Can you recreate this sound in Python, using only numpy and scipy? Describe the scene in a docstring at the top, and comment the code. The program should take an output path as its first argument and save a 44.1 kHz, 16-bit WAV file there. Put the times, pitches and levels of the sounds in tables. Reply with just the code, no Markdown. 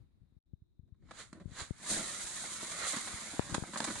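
"""A low rumble and soft knocks: fingers hold and bump a hand-held recorder in a carpeted room.
A plastic bag crinkles, and cat litter slides twice inside it as it tilts.
The litter streams into a plastic tub, hissing, pattering and drumming on the bare floor until a heap
damps it. After one more slide, the bag crinkles in bursts of snaps as it is shaken empty."""
import sys
import numpy as np
from scipy import signal
from scipy.fft import rfft, irfft
from scipy.io import wavfile
from scipy.ndimage import uniform_filter1d

SR = 44100
rng = np.random.default_rng(int(sys.argv[2]) if len(sys.argv) > 2 else 0)


def wav_out(sig):
    """Save sig, one row per channel (or a flat mono array), as 16-bit PCM at SR to the path in sys.argv[1]."""
    wavfile.write(sys.argv[1], SR, np.round(np.clip(np.atleast_2d(sig).T, -1, 1) * 32767).astype(np.int16))


N = 176400
T = np.arange(N) / SR
GRAINS_PER_S, GRAIN_SPREAD_DB = 29000, 3


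def amp(db):
    """dB to gain."""
    return 10 ** (np.asarray(db) / 20)


def unit(x):
    """Scale to rms 1."""
    return x / np.sqrt(np.mean(x ** 2) + 1e-20)


def curve(rows, column=1):
    """Gain over time from a dB column; silent before the first row."""
    rows = np.array(rows)
    return amp(np.interp(T, rows[:, 0], rows[:, column])) * (T >= rows[0, 0])


def read(rows, hz, column=1):
    """Interpolate a column over log frequency."""
    rows = np.array(rows)
    return np.interp(np.log(hz + 1), np.log(rows[:, 0] + 1), rows[:, column])


def colour(x, rows, column=1, size=4096):
    """Minimum-phase filter with the given spectrum."""
    log_gain = np.log(amp(read(rows, abs(np.fft.fftfreq(size, 1 / SR)), column)))
    taps = np.fft.ifft(np.exp(np.conj(signal.hilbert(log_gain)))).real[:size // 2]
    return signal.oaconvolve(x, taps[None], axes=1)[:, :x.shape[1]]


def grains(per_s, spread_db, size=N, mic_jitter_s=0.00007):
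    """Tiny random impacts, each slightly early or late at the right microphone."""
    hits = (rng.random(size) < per_s / SR) * rng.choice([-1., 1.], size)
    hits *= amp(spread_db * np.minimum(rng.exponential(1, size), 5))
    arrival = np.arange(size) + np.round(rng.standard_normal(size) * mic_jitter_s * SR).astype(int)
    return unit(np.array([hits, np.bincount(arrival % size, hits, size)]))


def noise(spectrum):
    """Coloured stereo noise, rms 1."""
    return unit(colour(rng.standard_normal((2, N)), spectrum))


def grip(right_db=-8):
    """The holding hand rumbles, mostly on the left microphone."""
    # rumble spectrum: (frequency [Hz], level [dB])
    spectrum = [(20, -16.5), (60, 1), (110, -0.5), (200, -4.5), (330, -16.5), (500, -28.5), (1200, -62.5)]
    # rumble envelope: (time [s], level [dB])
    envelope = [(0, -51.5), (.07, -70), (.23, -65.5), (.3, -74), (.72, -79), (.86, -63), (.97, -70),
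                (1.05, -53), (1.15, -65.5), (1.31, -63.5), (1.42, -55), (1.56, -61.5), (1.8, -63),
                (3.3, -63), (3.55, -48), (3.72, -74), (4.0, -48)]
    return noise(spectrum) * curve(envelope) * amp([[0], [right_db]])


def room_tone(left_db=-71, right_db=-75):
    """Steady low rumble and thin hiss; faint airy hiss at the start."""
    # steady spectrum: (frequency [Hz], level [dB])
    tone = [(20, -20), (35, 12.5), (110, -1), (200, -7.5), (350, -8.5), (460, -27), (700, -27.5),
            (3200, -43.5), (3800, -23.5), (4500, -41.5), (12000, -50.5)]
    # airy spectrum: (frequency [Hz], level [dB])
    air = [(200, 8), (700, -3), (2000, -8.5), (3000, -13.5), (4200, -10), (5500, -22), (12000, -19.5)]
    # airy envelope: (time [s], level [dB])
    air_envelope = [(0, -75), (.08, -83.5), (.38, -85.5), (.45, -110)]
    return noise(tone) * amp([[left_db], [right_db]]) + noise(air) * curve(air_envelope)


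def finger_bumps(bass_cut_hz=81):
    """A pressure push on one microphone swings back through its bass cut; slow pushes are rounder."""
    # finger contacts: (time [s], peak [dB], nominal rise [ms], left minus right [dB])
    bumps = [(.219, -51, 2.6, 25), (0.236, -53, 2.5, 12), (.325, -54.5, 1.9, 22), (.369, -47, 2.5, 38),
             (.537, -35, 2.25, 31), (0.623, -46, 2.8, -15), (0.796, -41, 2.45, 27), (0.836, -48.5, 3.2, 13),
             (0.926, -41.5, 3.2, 23), (1.459, -29, 2.13, 25), (1.48, -42, 2.4, 17), (1.497, -44, 2.7, 20),
             (1.520, -39.5, 2, 32), (1.622, -37.5, 3.4, 30), (1.7094, -23.5, 1.63, 28),
             (2.243, -44, 3.7, 29), (3.142, -37, 2.9, 19), (3.395, -11.5, 0.53, 35), (3.527, -28.5, 2, 23),
             (3.5819, -21, 0.78, 33), (3.6252, -26, 1.4, 32)]
    out, t = np.zeros((2, N)), T[:SR // 12]
    bass_cut = signal.butter(2, bass_cut_hz, "high", fs=SR)
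    for time_s, peak_db, rise_ms, side_db in bumps:
        roundness = 1 + 0.5 * rise_ms ** 2
        peak_s = rise_ms / 1000 * np.sqrt(roundness / 2)
        push = -(t / peak_s * np.exp(1 - t / peak_s)) ** roundness
        swing = signal.lfilter(*bass_cut, push)
        gains = amp(peak_db + np.minimum([[side_db], [-side_db]], 0))
        add(out, time_s - peak_s, gains * swing / abs(swing).max())
    return out


def bag_crinkles(attack_share=0.15, release_s=0.0047):
    """Each fold gives way in a burst of snaps, with a dull thud as the load shifts."""
    # folds: (time [s], length [s], crackle [dB], brightening at 8 kHz [dB], thud [dB])
    folds = [(0.875, 0.016, -83, -10, -78.5), (0.943, 0.0075, -76.5, -15, -83),
             (1.02, 0.037, -74, -17, -66), (1.088, 0.0081, -59, -25, -60), (1.109, 0.0076, -40, -10, -51),
             (1.3281, 0.0053, -45, -1, -38.5), (1.342, 0.046, -59.5, -14, -51),
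             (1.397, 0.027, -55.5, -12, -46), (1.474, 0.065, -71, -8, -61), (2.436, 0.023, -42.5, -30, -52),
             (2.624, 0.011, -52, 6, -40), (2.928, 0.019, -38.5, -16, -42), (2.96, 0.015, -40, 10.5, -36.5),
             (3.073, 0.01, -39, -2, -64), (3.332, 0.013, -52, -8, -41), (3.487, 0.091, -46.5, 3, -43.5),
             (3.543, 0.0073, -24.5, 0, -30), (3.636, 0.0034, -33.5, -55, -41), (3.67, 0.027, -52.5, 0, -46),
             (3.733, 0.018, -38, -3, -44.5), (3.758, 0.0084, -29.5, -23, -40),
             (3.773, 0.014, -41.5, 13, -56), (3.803, 0.0025, -22.5, -2, -30), (3.812, 0.03, -40, -3, -41.5),
             (3.841, 0.011, -32, 7, -43), (3.873, 0.017, -34.5, -5, -35), (3.899, 0.017, -36.5, -5, -36),
             (3.954, 0.0099, -39.5, 4, -65)]
    # plastic film spectrum: (frequency [Hz], level [dB])
    film = [(60, -6.5), (250, 0), (600, 2), (1100, 6.5), (1800, 4.5), (2700, -4.5), (4100, 0.5),
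            (5400, -10.5), (7500, -0.5), (10000, -5.5), (11700, -26.5)]
    # thud spectrum: (frequency [Hz], level [dB])
    sag = [(30, -25), (90, -0.5), (180, 10.5), (340, 5), (480, -9.5), (700, -2.5), (1500, -33), (4000, -59)]
    out, t = np.zeros((2, N)), T[:SR // 7]
    for time_s, length_s, crackle_db, bright_db, thud_db in folds:
        attack = np.minimum(t / (attack_share * length_s), 1)
        decay = np.exp(-np.maximum(t - length_s, 0) / release_s - 0.46 * t / length_s)
        snaps = grains(per_s=9000, spread_db=1.8, size=len(t)) * attack * decay
        crackle = amp(crackle_db) * colour(unit(colour(snaps, film)), [(1800, 0), (8000, bright_db)])
        thud = amp(thud_db) * unit(colour(snaps, sag))
        add(out, time_s, np.sqrt(length_s / t[-1]) * (crackle + thud))
    return out


def litter_slides():
    """Litter slips along the inside of the bag, swelling and settling."""
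    # slides: (peak time [s], level [dB], rise [dB/s], fall [dB/s])
    slides = [(1.203, -42, 246, 284), (1.605, -36, 257, 272), (2.844, -37.5, 260, 330)]
    # sliding spectrum: (frequency [Hz], level [dB])
    spectrum = [(80, 4), (400, -7), (540, -7), (750, -11), (1100, -1), (1500, 2.5), (2100, 0.5), (2650, -6),
                (4100, 0.5), (5400, -13.5), (7100, -1), (9000, -7), (10400, -9), (11700, -35)]
    envelope = sum(amp(db - np.maximum(rise * (peak_s - T), fall * (T - peak_s)))
                   for peak_s, db, rise, fall in slides)
    return envelope * unit(colour(grains(GRAINS_PER_S, GRAIN_SPREAD_DB), spectrum))


def clumps(depth_db, cutoff_hz=40):
    """Quick random unevenness of the stream, as a gain."""
    hz = np.fft.rfftfreq(N, 1 / SR)
    flutter = irfft(rfft(rng.standard_normal(N)) / (1 + (hz / cutoff_hz) ** 4), N)
    return amp(depth_db * unit(flutter))


def wall_echo(x, centre_delay_s=0.001417, swing=0.297, drift_hz=2.5, echo_db=-3.5):
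    """The tub wall returns the patter; the hollow colour shifts as the stream wanders."""
    out = []
    for side in x:
        sines = [np.sin(2 * np.pi * (drift_hz * rate * T + phase)) for rate, phase in rng.random((8, 2))]
        delay_s = centre_delay_s * np.exp(swing * unit(sum(sines)))
        out.append(side + amp(echo_db) * np.interp(T - delay_s, T, side))
    return np.array(out)


def litter_stream():
    """Grains hiss against each other and patter on the heap."""
    # stream envelope: (time [s], hiss [dB], patter [dB])
    flow = [(.96, -104, -100), (1.1, -100, -63), (1.45, -77, -82), (1.76, -62, -62.5), (1.87, -39.5, -43.5),
            (1.91, -28.5, -38.5), (2.05, -39.5, -42.5), (2.3, -39, -46.5), (2.76, -41, -43.5),
            (2.84, -36.5, -37), (2.89, -31, -43), (2.96, -38, -39), (3.04, -40, -44.5), (3.3, -44.5, -45.5),
            (3.48, -48.5, -49.5), (3.71, -49, -54), (3.78, -44.5, -50.5), (4.0, -41, -45)]
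    # grain on grain: (frequency [Hz], level [dB])
    hiss_spectrum = [(300, -53), (1500, -27.5), (2600, -10.5), (3900, 0), (5300, -9.5), (7200, 3),
                     (9800, 0), (11000, -7.5), (11800, -21.5)]
    # grain on heap: (frequency [Hz], level [dB])
    patter_spectrum = [(40, -40), (150, -9), (430, -7), (600, -7), (850, -6), (1200, 5), (1600, 3),
                       (2150, 6), (2650, -5.5), (4000, -3), (9000, -26)]
    hiss = unit(colour(grains(GRAINS_PER_S, GRAIN_SPREAD_DB), hiss_spectrum)) * clumps(depth_db=1.25)
    landings = colour(grains(per_s=7000, spread_db=1.5), patter_spectrum)
    patter = unit(wall_echo(landings)) * clumps(depth_db=1.5)
    return hiss * curve(flow, column=1) + patter * curve(flow, column=2)


def tub_drumming():
    """Falling litter rings the damped plastic floor of the tub."""
    # tub modes: (frequency [Hz], level [dB], t60 [s])
    modes = [(165, -13, 0.14), (206.7, 1, 0.079), (233, -7, 0.042), (306, 2, 0.02), (558, -5, 0.024),
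             (655, -9, 0.021)]
    # drumming envelope: (time [s], level [dB])
    envelope = [(1.8, -56), (1.87, -50.5), (1.91, -39), (1.98, -38.5), (2.08, -50.5), (2.3, -55),
                (2.85, -52), (2.96, -64), (3.05, -52.5), (3.7, -52.5), (3.86, -51.5), (4.0, -49)]
    t = T[:SR // 5]
    ring = sum(amp(db - 60 * t / t60_s) * np.sin(2 * np.pi * hz * t) for hz, db, t60_s in modes)
    hits = grains(per_s=900, spread_db=2)
    return unit(signal.oaconvolve(hits, ring[None], axes=1)[:, :N]) * curve(envelope)


def room(x, density=0.06, predelay_s=0.0015):
    """Short reflections from the tub walls and the soft room."""
    # room decay: (frequency [Hz], t60 [s])
    decay = [(150, 0.18), (1000, 0.25), (4000, .2), (11000, 0.34)]
    size = SR // 3
    taps = rng.standard_normal((2, size)) * (rng.random((2, size)) < density) * (T[:size] > predelay_s)
    hz, t, bands = signal.stft(taps, SR, nperseg=256)
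    tail = signal.istft(bands * amp(-60 * t / read(decay, hz)[:, None]), SR, nperseg=256)[1]
    tail /= np.linalg.norm(tail, axis=1, keepdims=True)
    return signal.oaconvolve(x, tail, axes=1)[:, :N]


def drifting_room(x, drift_hz=3.065, count=3):
    """Sets of reflections crossfade as the bag and the stream move."""
    fades = [np.cos(np.pi * (drift_hz * T + k / count)) for k in range(count)]
    return sum(room(x * fade) for fade in fades) * np.sqrt(2 / count)


def add(mix, time_s, sound):
    """Mix in a stereo sound."""
    part = mix[:, max(round(time_s * SR), 0):][:, :sound.shape[1]]
    part += sound[:, :part.shape[1]]


def scene(room_db=-7):
    """Litter and bag in the room at two differently coloured microphones, plus handling noise."""
    # microphone responses: (frequency [Hz], left [dB], right [dB])
    mics = [(99, -10, -7.5), (570, 5, 3.5), (1360, -3.2, 0.2), (2270, -3, -1.5), (2500, -3.1, -1.6),
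            (4030, -6.5, 2), (5000, -2.5, 4), (6850, -5, 4), (8100, -2.5, -3), (8500, 2.5, -5.5),
            (9830, -1.5, -3.5), (11700, -2, -14)]
    direct = litter_slides() + litter_stream() + tub_drumming() + bag_crinkles()
    heard = amp(-3.5) * (direct + amp(room_db) * drifting_room(direct))
    stereo = np.vstack([colour(heard[:1], mics, column=1), colour(heard[1:], mics, column=2)])
    return stereo + finger_bumps() + grip() + room_tone()


def record(dry, dip_s=(0.389, 0.46), dip_db=-35, cutoff_hz=11850):
    """The level dips briefly near the start; a low-pass cuts the top treble."""
    gate = uniform_filter1d(1. * ((T < dip_s[0]) | (T > dip_s[1])), size=300)
    low_pass = signal.firwin(511, cutoff_hz, window=("kaiser", 8), fs=SR)
    return signal.oaconvolve(dry * np.maximum(gate, amp(dip_db)), low_pass[None], "same")


dry = scene()
out = record(dry)
wav_out(out)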